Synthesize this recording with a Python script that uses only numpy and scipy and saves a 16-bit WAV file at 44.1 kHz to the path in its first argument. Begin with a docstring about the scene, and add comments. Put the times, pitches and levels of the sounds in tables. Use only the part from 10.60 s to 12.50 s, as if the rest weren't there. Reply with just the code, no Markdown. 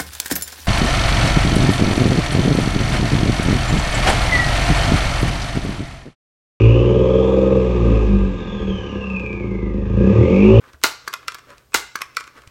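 """A piston rubs softly over a faint hum, then the lever of a pump air rifle slams shut: a latch crack,
a hollow thunk of the stock, a ring of the barrel. The lever unlatches, knocks over its pivot and hits
its open stop, with small rattles after; the piston rubs and squeaks as it travels. The rifle is worked
twice in a small room, close above the microphone."""
import sys
import numpy as np
from scipy import signal
from scipy.fft import rfft, irfft, next_fast_len
from scipy.io import wavfile
from scipy.ndimage import uniform_filter1d

SR = 44100
rng = np.random.default_rng(int(sys.argv[2]) if len(sys.argv) > 2 else 0)


def unload_audio(sound):
    """Save the sound as a 16-bit wav file, at the path given as the first command line argument."""
    columns = np.transpose(np.atleast_2d(sound))
    # keep every value between -1 and 1, then stretch to whole-number steps
    steps = np.round(np.clip(columns, -1, 1) * 32767)
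    wavfile.write(sys.argv[1], SR, steps.astype(np.int16))


N = 83790
T = np.arange(N) / SR
SHORT = T[:N // 4]  # time axis of one impact


def amp(db):
    """Decibels to gain."""
    return 10 ** (np.asarray(db) / 20)


def fade(t, t60):
    """Falls by 60 dB in t60 seconds."""
    return np.exp(-np.log(1000) * t / np.maximum(t60, 1e-3))


def add(out, start_s, sound):
    """Mixes a sound into out."""
    i = int(np.clip(start_s * SR, 0, N - 1))
    out[i:i + len(sound)] += sound[:N - i]


def log_interp(points, hz):
    """Reads a table on a log-frequency axis."""
    point_hz, values = np.array(points).T
    return np.interp(np.log(np.maximum(hz, 1)), np.log(point_hz), values)


def colour(x, spectrum):
    """Minimum-phase filter of the given spectrum; keeps the power of white noise."""
    n = 2 * next_fast_len(len(x))
    gain = amp(log_interp(spectrum, np.arange(n // 2 + 1) * SR / n))
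    cepstrum = irfft(np.log(gain / np.sqrt(np.mean(gain ** 2))), n)
    cepstrum[1:n // 2] *= 2
    cepstrum[n // 2 + 1:] = 0
    return irfft(rfft(x, n) * np.exp(rfft(cepstrum)), n)[:len(x)]


def resonate(x, hz, q):
    """One resonance, unity gain at its peak."""
    return signal.lfilter(*signal.iirpeak(hz, q, fs=SR), x)


def grains(spread_db, size=32):
    """Noise of tiny uneven contacts, size samples each; rms 1."""
    strength = np.clip(rng.standard_normal(N // size + 1), -2, 2)
    gain = amp(spread_db * np.repeat(strength, size)[:N])
    return rng.standard_normal(N) * gain / np.sqrt(np.mean(gain ** 2))


def burst(decay_s, flat):
    """A dying cluster of micro-impacts; flat (0-1) evens out its chance resonances."""
    envelope = fade(SHORT, decay_s)
    spectrum = rfft(rng.standard_normal(len(SHORT)) * envelope, 2 * next_fast_len(len(SHORT)))
    flattened = irfft(spectrum / (np.abs(spectrum) + 1e-9) ** flat)[:len(SHORT)]
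    cluster = flattened * np.sqrt(envelope)
    return cluster * np.sqrt(np.sum(envelope ** 2) / np.sum(cluster ** 2))


def ring(modes_hz, modes_db, t60s, rise_s):
    """Damped modes that start up to 0.3 ms apart, pushed for about rise_s."""
    out = 0
    for k, (hz, db, t60) in enumerate(zip(modes_hz, modes_db, t60s)):
        lag_s = 0.0003 * rng.random() * min(hz / 5000, 1)
        t = np.maximum(SHORT - lag_s, 0)
        envelope = fade(t, t60) * (1 - np.exp(-t / rise_s))
        out += (-1) ** k * amp(db) * envelope * np.sin(2 * np.pi * hz * t)
    return out


def knock(modes, t60, favoured_hz=None, favour_db=3.5, favour_octaves=0.15):
    """A struck part, detuned anew each blow; the contact point lifts modes near favoured_hz. Peak 1."""
    hz, db = np.array(modes).T
    if favoured_hz is not None:
        db = db + favour_db * np.exp(-(np.log2(hz / favoured_hz) / favour_octaves) ** 2)
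    detuned_hz = hz * (1 + 0.02 * rng.standard_normal(len(hz)))
    blow = ring(detuned_hz, db, np.full(len(hz), t60), rise_s=0.00089)
    return blow / np.abs(blow).max()


# Room rumble. Each row: frequency in Hz, relative density in dB.
RUMBLE_SPECTRUM = [(20, -23), (32, -19.5), (55, 0.5), (95, -7), (200, -13.5), (500, -14.5), (1300, -26.5),
                   (4000, -27), (15000, -31)]


def background(rumble_db=-59.5, hum_hz=124.4, hum_db=-65.5):
    """Steady room rumble and a faint mains hum."""
    rumble = amp(rumble_db) * colour(rng.standard_normal(N), RUMBLE_SPECTRUM)
    return rumble + amp(hum_db) * np.sqrt(2) * np.sin(2 * np.pi * hum_hz * T)


# Friction envelope. Each row: time in seconds, level in dB.
RUB_LEVELS = [(0, -56), (.04, -53.5), (.095, -49.5), (0.124, -63.5), (0.147, -50), (.19, -87), (.45, -53.5),
              (.64, -55.5), (.83, -61), (.88, -50.5), (0.905, -44.5), (.95, -53.5), (1.01, -59), (1.1, -77),
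              (1.499, -57), (1.73, -59), (1.777, -43.5), (1.81, -55), (1.9, -60)]
# Friction noise. Each row: frequency in Hz, relative density in dB.
RUB_SPECTRUM = [(100, -7.5), (190, -8.5), (310, -1), (550, -4.5), (750, -13), (1100, -1.5), (1500, -2.5),
                (3000, -14), (7000, -23.5), (15000, -36)]
# Pump tube resonances. Each row: frequency in Hz, width in Hz, gain in dB.
TUBE_MODES = [(558, 24, 3.5), (1170, 190, -15), (1430, 70, -5.5)]


def piston():
    """Grainy friction rings the pump tube while the lever travels."""
    times_s, levels_db = np.array(RUB_LEVELS).T
    rub = colour(grains(spread_db=2, size=64), RUB_SPECTRUM) * amp(np.interp(T, times_s, levels_db))
    return rub + sum(amp(db) * resonate(rub, hz, q=hz / width_hz) for hz, width_hz, db in TUBE_MODES)


# Linkage rattles. Each row: start in seconds, relative tick level in dB, knock peak in dB.
RATTLE_HITS = [(0.038, -46, -36), (0.133, -32.5, -40), (0.215, -36.5, -39), (0.231, -21.5, -31),
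               (0.4759, -18, -35), (0.506, -39, -35), (0.5294, -20.5, -23.5), (0.534, -29, -50),
               (0.628, -39.5, -35.5), (0.677, -26.5, -36), (0.72, -22, -27), (0.75, -24, -25),
               (0.784, -29.5, -32.5), (0.791, -31, -36), (.903, -32, -47), (.981, -32.5, -48),
               (1.1197, -39.5, -41), (1.132, -43, -32.5), (1.141, -18, -15), (1.3559, -18.5, -41),
               (1.364, -33, -27.5), (1.388, -27.5, -32.5), (1.4067, -27, -22), (1.4148, -23, -30),
               (1.55, -33.5, -61), (1.564, -26.5, -49), (1.6, -21.5, -41), (1.607, -22, -25),
               (1.640, -29, -35), (1.670, -35, -36), (1.676, -29.5, -28.5), (1.819, -35, -48),
               (1.835, -43, -37.5), (1.875, -30, -63)]
# Rattle tick and scrape. Each row: frequency in Hz, relative density in dB.
RATTLE_SPECTRUM = [(150, -13), (700, -7.5), (1400, -10.5), (2400, 2.5), (3200, 1), (4500, -3), (6000, -2.5),
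                   (8500, -8), (12000, -14.5), (16000, -30)]
# Loose linkage modes. Each row: frequency in Hz, relative level in dB.
LINKAGE_MODES = [(380, -8), (600, -17), (1090, 2.5), (1280, -1), (1500, -1), (1750, -5.5), (2150, -3.5),
                 (2450, -7.5)]


def rattles(decay_s=0.021, rise_s=0.00042, knock_delay_s=0.0008, scrape_db=-13.5, scrape_s=0.0045):
    """Loose linkage parts tick and knock, scraping as they meet."""
    out, sliding = np.zeros(N), np.zeros(N)
    for start_s, tick_db, knock_db in RATTLE_HITS:
        tick_gain = amp(tick_db - 9)
        contact = burst(decay_s, flat=0.6) * (1 - np.exp(-SHORT / rise_s))
        add(out, start_s, tick_gain * colour(contact, RATTLE_SPECTRUM))
        add(out, start_s + knock_delay_s, amp(knock_db) * knock(LINKAGE_MODES, decay_s))
        sliding += tick_gain * amp(scrape_db) * np.exp(-np.abs(T - start_s) / scrape_s)
    return out + sliding * colour(grains(spread_db=7.5), RATTLE_SPECTRUM)


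# Handling bumps. Each row: start in seconds, level in dB, frequency in Hz, t60 in seconds.
HAND_BUMPS = [(0.141, -40, 71, 0.17), (0.243, -43, 55.4, 0.19), (0.976, -51, 56.2, 0.26),
              (1.142, -39, 57.4, 0.3), (1.873, -30, 85, 0.035)]


def hand_bumps():
    """Hands bump the stock softly, one low mode each time."""
    out = np.zeros(N)
    for start_s, db, hz, t60 in HAND_BUMPS:
        add(out, start_s, ring([hz], [db], [t60], rise_s=0.0022))
    return out


# Seal and valve squeaks. Each row: start in seconds, length in seconds, pitch in Hz, level in dB.
SEAL_SQUEAKS = [(0.223, 0.016, 7900, -55), (0.877, 0.07, 568, -47), (.89, 0.052, 1018, -51),
                (1.126, .018, 7950, -53), (1.129, .014, 2500, -41)]


def squeaks(waver_depth=0.016):
    """Friction at the piston seal and valve breaks into brief wavering tones."""
    out = np.zeros(N)
    knots_s = SHORT[::400]
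    for start_s, length_s, hz, db in SEAL_SQUEAKS:
        waver = np.interp(SHORT, knots_s, rng.standard_normal(len(knots_s)))
        phase = 2 * np.pi * np.cumsum(hz * (1 + waver_depth * waver)) / SR
        swell = np.sin(np.pi * np.minimum(SHORT / length_s, 1))
        add(out, start_s, amp(db) * np.sqrt(2) * swell * np.sin(phase))
    return out


# Lever closings. Each row: start in seconds, crack trim in dB, latch pitch in Hz,
# thunk delay in seconds, then thunk, ring and clatter trims in dB.
LEVER_SLAMS = [(0.2370, 2, 4220, 0.0045, 0.5, -0.5, 2.5), (1.1431, -1.5, 6660, .0032, 0.5, -13, 1.5)]
# Stock and barrel modes. Each row: frequency in Hz, thunk level in dB, thunk t60 in seconds,
# ring level in dB, ring t60 in seconds.
BODY_MODES = [(822, -22.5, 0.018, -46, 0.13), (915, -10.5, 0.024, -45, 0.19),
              (1145, -17.5, 0.01, -30, 0.065), (1422, -4.5, 0.027, -36.5, 0.12),
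              (1656, -10.5, 0.016, -42, .08), (2072, -5, 0.016, -44, .1), (2530, -16.5, 0.02, -48.5, 0.1),
              (2842, -11, 0.02, -41, .12), (3950, -15, 0.023, -41.5, 0.2), (4300, -39, .025, -43.5, 0.31),
              (5330, -29, 0.056, -41, .17)]
# Latch crack, loose-part clatter, dull stock thud. Each row: frequency in Hz, relative density in dB.
CRACK_SPECTRUM = [(150, -17.5), (700, -15), (1400, -3), (2300, -2.5), (3200, -8), (4300, -4), (6500, -3.5),
                  (9000, -7.5), (13000, -9.5), (16000, -11)]
CLATTER_SPECTRUM = [(150, -8), (700, -1.5), (1100, 7.5), (2300, 2), (3200, 2.5), (4500, 6), (7000, -1),
                    (10000, -6), (15000, -14)]
THUD_SPECTRUM = [(110, -29), (180, -16.5), (260, -3), (370, 1.5), (500, -7), (660, -14.5), (1300, -32.5),
                 (4000, -61)]


def slams(thud_delay_s=0.00034, rise_s=0.00033):
    """The latch cracks at its own pitch, the stock thunks, the barrel rings and loose parts clatter."""
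    out = np.zeros(N)
    hz, stock_db, stock_t60, barrel_db, barrel_t60 = np.array(BODY_MODES).T
    thud = colour(signal.unit_impulse(len(SHORT)), THUD_SPECTRUM)
    for start_s, crack_db, latch_hz, delay_s, thunk_db, ring_db, clatter_db in LEVER_SLAMS:
        crack = colour(burst(decay_s=0.028, flat=0.94), CRACK_SPECTRUM)
        latch = amp(5.5) * resonate(crack, latch_hz, q=8.7)
        clatter = colour(grains(spread_db=4) * fade(T, t60=0.18), CLATTER_SPECTRUM)
        thunk = ring(hz, stock_db + thunk_db, stock_t60, rise_s)
        barrel = ring(hz, barrel_db + ring_db, barrel_t60, rise_s)
        add(out, start_s, amp(crack_db - 9.5) * (crack + latch))
        add(out, start_s + delay_s, thunk + barrel)
        add(out, start_s + delay_s, amp(clatter_db - 19.5) * clatter)
        add(out, start_s + delay_s + thud_delay_s, amp(thunk_db + 2.5) * thud)
    return out


# Lever contacts. 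Each row: start in seconds, part struck, relative tick level in dB,
# knock delay in seconds, knock peak in dB, knock t60 in seconds, favoured frequency in Hz.
LEVER_HITS = [(0.4801, "catch", -14.5, -0.0039, -10.5, .015, 1140),
              (0.5379, "pivot", -10, 0.00099, -11, 0.018, 1420),
              (0.6815, "stop", -9, .0004, -15, 0.012, 2380),
              (0.6841, "stop", -26, .0002, -12.5, 0.014, 1460),
              (0.7451, "catch", -19.5, 0.0002, -25.5, 0.015, 1350),
              (1.3578, "catch", -14, -0.003, -10.5, 0.013, 1660),
              (1.4181, "pivot", -11.5, .0006, -13, 0.014, 2070),
              (1.5683, "stop", -7.5, 0.0014, -9.5, 0.022, 1330)]
# Modes of catch, pivot and stop. Each row: frequency in Hz, relative level in dB.
PART_MODES = {"catch": [(370, -13), (1110, -2.5), (1350, -4.5), (1560, 2), (1760, -3), (2150, -7),
              (4550, -9), (5900, -10.5)], "pivot": [(590, -14), (1070, 3.5), (1400, 2), (2100, 0.5),
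              (2560, -1), (3500, -29), (5350, -6), (8500, -14)], "stop": [(520, -13), (1090, -6),
              (1335, 4.5), (1490, -1), (2000, -3), (2380, -2), (2780, -8), (3420, -24), (4400, -15),
              (5450, -21)]}
# Tick of each part. Each row: frequency in Hz, relative density in dB.
TICK_SPECTRA = {"catch": [(150, -4), (700, -9.5), (1500, -5), (3000, -4), (4800, 0), (8500, -7),
                (12000, -8), (16000, -9)], "pivot": [(150, -16.5), (700, -13), (1400, 3.5), (2300, 3.5),
                (3300, -1.5), (4200, -1.5), (6000, -1), (9000, -7.5), (11500, -2.5), (15500, -21)],
                "stop": [(150, -15.5), (700, -14.5), (1350, 6.5), (1800, -2.5), (2350, 2), (3100, -3.5),
                (4450, 0), (6500, -6.5), (9000, -8), (16000, -18)]}


def lever_knocks(upper_hz=2250, width_hz=300):
    """The lever hits catch, pivot and stop: a knock, and a metal tick hollowed by the upper modes."""
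    out = np.zeros(N)
    for start_s, part, tick_db, delay_s, knock_db, t60, favoured_hz in LEVER_HITS:
        modes = PART_MODES[part]
        tick = colour(burst(decay_s=0.021, flat=0.46), TICK_SPECTRA[part])
        hollow = sum(resonate(tick, hz, q=hz / width_hz) for hz, _ in modes if hz > upper_hz)
        add(out, start_s, amp(tick_db - 9.5) * (tick + amp(-2) * hollow))
        add(out, start_s + delay_s, amp(knock_db) * knock(modes, t60, favoured_hz))
    return out


def flatten(response, bins):
    """Evens out the broad peaks of a response, leaving its fine ripple; energy 1."""
    spectrum = rfft(response, 2 * len(response))
    smooth_power = uniform_filter1d(np.abs(spectrum) ** 2, bins)
    flat = irfft(spectrum / np.sqrt(smooth_power + 1e-12))[:len(response)]
    return flat / np.linalg.norm(flat)


# Room decay. Each row: frequency in Hz, t60 in seconds.
ROOM_DECAY = [(150, 0.14), (500, 0.31), (1500, 0.35), (4500, 0.51), (9000, 0.24), (15000, 0.099)]
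# Tone of the reflections. Each row: frequency in Hz, relative gain in dB.
ROOM_SPECTRUM = [(100, -11.5), (350, -3.5), (700, 3), (1300, 0.5), (2500, -0.5), (5000, -2.5), (8000, -0.5),
                 (11000, -1.5), (15000, 1)]


def room(x, delay_s=0.004, early_t60_s=0.11, early_db=-9, tail_db=-16):
    """Early reflections and a diffuse tail whose top treble dies first."""
    t = T[:N // 2]
    noise_spectrum = rfft(rng.standard_normal(len(t)))
    hz = np.arange(len(noise_spectrum)) * SR / len(t)
    tail = 0
    for band_hz, t60 in ROOM_DECAY:
        band = log_interp([(f, f == band_hz) for f, _ in ROOM_DECAY], hz)
        tail += irfft(noise_spectrum * band, len(t)) * fade(t, t60)
    early_fade = fade(t, early_t60_s)
    early = flatten(rng.standard_normal(len(t)) * early_fade, bins=71)
    tail = flatten(tail * (1 - early_fade), bins=45)
    response = np.zeros(N)
    add(response, delay_s, amp(early_db) * early + amp(tail_db) * tail)
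    return signal.fftconvolve(x, colour(response, ROOM_SPECTRUM))[:N]


def moving_room(x, places=4):
    """The rifle is swung about, so each place it passes has its own reflections."""
    position = T / T[-1] * (places - 1)
    crossfades = [np.cos(np.pi / 2 * np.minimum(np.abs(position - k), 1)) for k in range(places)]
    return sum(room(x * crossfade) for crossfade in crossfades)


def scene(beam_hz=8800):
    """The rifle near the microphone, and the room around it."""
    shut = slams()
    small_sounds = lever_knocks() + rattles() + piston() + squeaks()
    # Above beam_hz the small sounds hardly reach the walls.
    to_walls = signal.sosfilt(signal.butter(2, beam_hz, fs=SR, output="sos"), small_sounds)
    reflections = moving_room(amp(2) * shut + to_walls)
    return (shut + small_sounds + reflections + background() + hand_bumps())[None]


def record(dry):
    """The microphone port dents the treble; the loudest peaks clip and the top is cut."""
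    notch_hz, notch_depth, top_hz = 10480, 0.68, 16000
    notched = signal.lfilter(*signal.iirnotch(notch_hz, Q=16, fs=SR), dry)
    clipped = np.clip(dry + notch_depth * (notched - dry), -1, 1)
    return signal.sosfilt(signal.ellip(10, 0.2, 70, top_hz, fs=SR, output="sos"), clipped)


dry = scene()
out = record(dry)
unload_audio(out)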